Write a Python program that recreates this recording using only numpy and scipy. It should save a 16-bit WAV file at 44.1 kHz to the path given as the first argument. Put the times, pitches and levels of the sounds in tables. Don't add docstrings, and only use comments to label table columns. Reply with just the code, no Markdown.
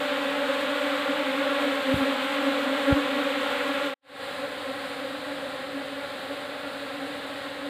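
import sys
import numpy as np
from scipy import signal
from scipy.fft import rfft, irfft, next_fast_len
from scipy.io import wavfile

SR = 44100
rng = np.random.default_rng(int(sys.argv[2]) if len(sys.argv) > 2 else 0)


def transcribe(signal):
    frames = np.atleast_2d(signal).T
    limited = np.clip(frames, -1, 1)
    pcm = np.round(limited * 32767).astype(np.int16)
    wavfile.write(sys.argv[1], SR, pcm)


N = 339129
STEP = 16
TIME = np.arange(N) / SR
SLOW_TIME = np.arange(N // STEP + 2) * STEP / SR
CHANGE_S = 3.98

# time_s, tone_db, octave_db
HUM_LEVELS = [(0, -36.5, -32), (1.7, -34, -31), (2.3, -35.5, -33), (2.65, -33, -30.5), (3.9, -37, -32.5),
              (4.2, -44.5, -38.5), (5.4, -42.5, -38.5), (6.1, -45.5, -39.5), (7.69, -42, -40.7)]
# centre_s, pitch_hz, half_length_s, tone_db, octave_db, whine_db
HUM_SWELLS = [ (0.421, 280, 0.02, -33.5, -30, -46), (0.51, 280.3, 0.021, -29, -27.5, -48),
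              (0.629, 283, .025, -33, -33, -49), (1.10, 281.6, 0.014, -27.5, -36.5, -38),
              (1.23, 283, 0.029, -49, -39, -38), (1.42, 276, .025, -30, -34, -42),
              (1.502, 275.8, .028, -31, -27, -38), (1.672, 281, 0.035, -30, -28.5, -41),
              (1.909, 262, 0.023, -23.5, -29, -47), (2.019, 268, .025, -22, -34, -36),
              (2.079, 278, .03, -27, -29, -37), (2.472, 279.5, 0.024, -28.5, -28.5, -45),
              (2.598, 277, 0.017, -39, -25, -47), (2.909, 278.6, 0.026, -21, -23.5, -29),
              (2.972, 286, 0.018, -23, -26, -39), (3.209, 286, 0.025, -25.5, -35, -45),
              (3.29, 279, .02, -42, -28, -44), (3.699, 277, 0.014, -31, -27.5, -47),
              (3.847, 285.2, 0.024, -29.5, -32, -39), (4.45, 279, 0.021, -37, -32.5, -52),
              (4.68, 272, 0.031, -40.5, -34, -47), (5.051, 275.6, 0.02, -49, -37, -49),
              (5.31, 284, .035, -38, -42, -48), (5.439, 275.4, 0.016, -42, -33.5, -50),
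              (5.768, 282, 0.02, -31, -43, -44), (5.959, 274, 0.03, -38, -40, -50),
              (6.039, 280, .03, -50, -37.5, -42), (6.327, 283, 0.025, -37, -33, -51),
              (6.669, 280, 0.026, -36, -40, -53), (6.899, 272, 0.023, -45, -36.5, -50),
              (7.021, 282, .045, -37.5, -43, -56), (7.662, 282, 0.023, -35.5, -38, -46), ]
# harmonic_number, relative_db
WHINE_OVERTONES = [(3, 0), (4, 0), (5, 5), (6, -1), (7, -10), (8, -5), (9, -16), (10, -13), (11, -21),
                   (12, -14)]
# time_s, buzz_db, fizz_db
RASP_LEVELS = [(0, -30, -51.5), (3.9, -30, -51), (4.2, -37, -56.5), (4.9, -36.5, -56), (5.8, -37.5, -57.5),
               (7.69, -38, -58.3)]
# frequency_hz, relative_db
BUZZ_FIRST = [(700, -2), (830, -2.5), (1100, -1), (1400, 0), (1700, -2.5), (2000, -3.5), (2600, -6),
              (3600, -6.5), (4100, -11.5), (4800, -22), (5600, -43.5), (7000, -52.5)]
BUZZ_SECOND = [(700, 1.5), (830, -2.5), (1100, -2), (1450, -1), (1900, -2), (2300, -7), (3000, -7.5),
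               (3800, -6), (4300, -10.5), (4900, -18.5), (5600, -35.5), (7000, -43.5)]
# frequency_hz, relative_db
FIZZ_FIRST = [(5000, -6), (6200, -6.5), (7200, -0.5), (8000, 1), (9000, -2.5), (10000, -6.5), (11500, -6.5),
              (12300, -7.5), (13600, -2), (14500, -11), (15400, -6.5)]
FIZZ_SECOND = [(5000, -16), (6200, -11.5), (7200, 0), (8000, 1.5), (9200, 0.5), (10000, -3.5),
               (11300, -5.5), (12200, -12), (13600, -3), (14500, -13), (15400, -4.5)]
# centre_s, level_db, half_length_s, brightest_hz
WING_SWISHES = [(1.97, -51.5, .05, 10000), (2.91, -54, .025, 8500), (6.27, -63, .085, 13000)]
# centre_s, peak_db, centre_to_peak_s
WASH_PUFFS = [(1.942, -17.5, 0.00093), (1.9604, -25, 0.00075), (1.9735, -36, .0015), (1.984, -40, 0.0017),
              (2.013, -36, .0012), (2.9122, -33, .0014), (2.926, -13.5, 0.0015)]
# frequency_hz, relative_db
AIR_FIRST = [(20, -34), (45, -13), (80, -3), (120, -5.5), (200, 5.5), (370, 4), (700, 2.5), (1500, -34)]
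AIR_SECOND = [(20, -26), (45, -13), (80, -3), (120, 0.5), (200, -1), (370, 1), (700, -6), (1500, -29)]


def flight(usual_hz=271, spreads_hz=(16.2, 17.5), sag_hz=1.6, nearness_db=3.5, bees=80):
    cruise, dart, jitter = wander(.35, bees), wander(3.5, bees), wander(22.03, bees)
    effort = unit_rms(cruise + .65 * dart + .12 * jitter)
    spread_hz = np.where(SLOW_TIME < CHANGE_S, *spreads_hz)
    beat_hz = usual_hz + spread_hz * effort - sag_hz * effort ** 2
    cycles = np.cumsum(beat_hz, axis=1) * STEP / SR + rng.random((bees, 1))
    return beat_hz, cycles, gain_of(nearness_db * wander(2.2, bees))


def hum(beat_hz, cycles, amplitude, hover_hz=285, hover_width_hz=11):
    tone_db, octave_db = follow(HUM_LEVELS)
    swell_tone, swell_octave, whine = hum_swells()
    throb_db = 1.5 * drift(rate_hz=5)
    hovering = 1 / np.hypot(1, (beat_hz - hover_hz) / hover_width_hz)
    vigour = (beat_hz / hover_hz) ** 1.9
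    crowd_tone = chorus(cycles, amplitude * hovering, settle_s=.077)
    crowd_octave = chorus(2 * cycles, amplitude * vigour, settle_s=.069)
    tone = hum_partial(crowd_tone, tone_db + throb_db, swell_tone, coherent_share=.9)
    octave = hum_partial(crowd_octave, octave_db, swell_octave, coherent_share=.53)
    return tone + octave + whine


def chorus(cycles, amplitude, settle_s):
    phasor = (amplitude * np.exp(2j * np.pi * (cycles % 1).astype(np.float32))).sum(axis=0)
    window = signal.windows.hann(2 * int(settle_s * SR / STEP) + 1)
    weight = signal.convolve(np.ones(len(phasor)), window, "same")
    power = signal.convolve(abs(phasor) ** 2, window, "same") / weight
    return unit_rms(signal.resample_poly(phasor.real / np.sqrt(power), STEP, 1)[:N])


def hum_partial(crowd, crowd_db, swell, coherent_share, takeover=.58):
    level = gain_of(crowd_db)
    yielded = level / np.hypot(1, takeover * abs(swell) / level)
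    diffuse = np.sqrt(yielded ** 2 + (1 - coherent_share) * abs(swell) ** 2)
    return crowd * diffuse + np.sqrt(2 * coherent_share) * swell.real


def hum_swells(glide=.00785):
    tone, octave, whine = np.zeros((3, N), complex)
    waver_hz = 3.5 * drift(rate_hz=16)
    for centre_s, pitch_hz, half_length_s, tone_db, octave_db, whine_db in HUM_SWELLS:
        span = abs(TIME - centre_s) < .25
        progress = (TIME[span] - centre_s) / half_length_s
        swell = np.exp(-.5 * progress ** 2)
        heard_hz = pitch_hz * (1 - glide * np.tanh(progress)) + waver_hz[span]
        phase = 2 * np.pi * (np.cumsum(heard_hz) / SR + rng.random())
        tone[span] += gain_of(tone_db) * swell * np.exp(1j * phase)
        octave[span] += gain_of(octave_db) * swell * np.exp(2j * phase)
        overtones = sum(gain_of(db) * np.sin(harmonic * phase + 2 * np.pi * rng.random())
                        for harmonic, db in WHINE_OVERTONES)
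        whine[span] += gain_of(whine_db) * swell * unit_rms(overtones)
    return tone, octave, whine.real


def rasp(snaps):
    buzz_db, fizz_db = follow(RASP_LEVELS)
    rush = .33 * rng.standard_normal(N)
    wings = unit_rms(snaps) + rush
    buzz = by_part(coloured(wings, BUZZ_FIRST, low_hz=555), coloured(wings, BUZZ_SECOND, low_hz=575))
    fizz = by_part(coloured(snaps, FIZZ_FIRST, low_hz=4960), coloured(snaps, FIZZ_SECOND, low_hz=5014))
    flicker_db = .5 * drift(rate_hz=14)
    return gain_of(buzz_db) * buzz + gain_of(fizz_db + flicker_db) * fizz


def wing_snaps(cycles, amplitude, snap_shapes=10):
    trains = np.zeros((snap_shapes, N + 2 * STEP + 2))
    for bee, (beats, strength) in enumerate(zip(cycles, amplitude)):
        stroke_s = np.interp(np.arange(np.ceil(beats[0]), beats[-1]), beats, SLOW_TIME)
        height = np.interp(stroke_s, SLOW_TIME, strength)
        sample, fraction = (stroke_s * SR).astype(int), stroke_s * SR % 1
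        trains[bee % snap_shapes, sample] += height * (1 - fraction)
        trains[bee % snap_shapes, sample + 1] += height * fraction
    return sum(signal.oaconvolve(train, wing_stroke())[:N] for train in trains)


def wing_stroke(smear_s=.005012, snap_s=.001226, sharp_above_hz=5000, size=512):
    hz = np.arange(size // 2 + 1) * SR / size
    spread_s = snap_s + smear_s / (1 + (hz / sharp_above_hz) ** 4)
    group_delay_s = spread_s * rng.random(len(hz))
    return irfft(np.exp(-2j * np.pi * np.cumsum(group_delay_s) * SR / size))


def swishes(beat_hz=272, depth=.7):
    out = np.zeros(N)
    for centre_s, level_db, half_length_s, brightest_hz in WING_SWISHES:
        spectrum = [(.7 * brightest_hz, -9), (brightest_hz, 0), (1.5 * brightest_hz, -5)]
        hiss = coloured(rng.standard_normal(N), spectrum, low_hz=6000)
        swell = np.exp(-.5 * ((TIME - centre_s) / half_length_s) ** 2)
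        out += gain_of(level_db) * swell * hiss
    return out * unit_rms(1 + depth * np.cos(2 * np.pi * beat_hz * TIME))


def wing_wash(port_hz=62):
    pressure = np.zeros(N)
    for centre_s, peak_db, centre_to_peak_s in WASH_PUFFS:
        progress = np.clip((TIME - centre_s) / centre_to_peak_s, -40, 40)
        pressure -= gain_of(peak_db) * progress * np.exp(1 - abs(progress))
    return signal.sosfilt(signal.butter(3, port_hz, "high", fs=SR, output="sos"), pressure)


def outdoor_air(first_db=-47, second_db=-50):
    noise = rng.standard_normal(N)
    return by_part(gain_of(first_db) * coloured(noise, AIR_FIRST),
                   gain_of(second_db) * coloured(noise, AIR_SECOND))


def gain_of(db):
    return 10 ** (np.asarray(db) / 20)


def unit_rms(x):
    return x / np.sqrt(np.mean(abs(x) ** 2) + 1e-20)


def follow(rows):
    time_s, *columns = np.transpose(rows)
    return [np.interp(TIME, time_s, column) for column in columns]


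def coloured(x, spectrum, low_hz=10):
    size = next_fast_len(N)
    hz = np.arange(size // 2 + 1) * SR / size + 1
    frequency_hz, relative_db = np.transpose(spectrum)
    gain = gain_of(np.interp(np.log(hz), np.log(frequency_hz), relative_db))
    gain /= np.sqrt(1 + (low_hz / hz) ** 40)
    return unit_rms(irfft(rfft(x, size) * gain, size)[:N])


def by_part(first, second):
    return np.where(TIME < CHANGE_S, first, second)


def wander(rate_hz, count):
    size = next_fast_len(len(SLOW_TIME))
    hz = np.arange(size // 64) * SR / STEP / size
    spectra = rng.standard_normal((count, len(hz), 2)) @ [1, 1j]
    return unit_rms(irfft(spectra * np.exp(-.5 * (hz / rate_hz) ** 2), size)[:, :len(SLOW_TIME)])


def drift(rate_hz):
    return np.interp(TIME, SLOW_TIME, wander(rate_hz, 1)[0])


def scene():
    beat_hz, cycles, amplitude = flight()
    swarm = hum(beat_hz, cycles, amplitude) + rasp(wing_snaps(cycles, amplitude))
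    return (swarm + swishes() + wing_wash() + outdoor_air())[None]


def record(dry, dip_start_s=3.865, dip_s=.061, dip_db=-6, stop_s=3.939, stop_ramp_s=.007,
           return_s=4.009, fade_in_s=.22, floor_db=-65, cutoff_hz=15500):
    dip = gain_of(dip_db * np.clip((TIME - dip_start_s) / dip_s, 0, 1))
    stop = np.clip((stop_s - TIME) / stop_ramp_s + .5, 0, 1)
    fade_in = np.clip((TIME - return_s) / fade_in_s, 0, 1) ** 1.97
    envelope = by_part(dip * stop, fade_in) + gain_of(floor_db)
    low_pass = signal.firwin(767, cutoff_hz, window=("kaiser", 9), fs=SR)
    return signal.oaconvolve(dry * envelope, low_pass[None], "same")


dry = scene()
out = record(dry)
transcribe(out)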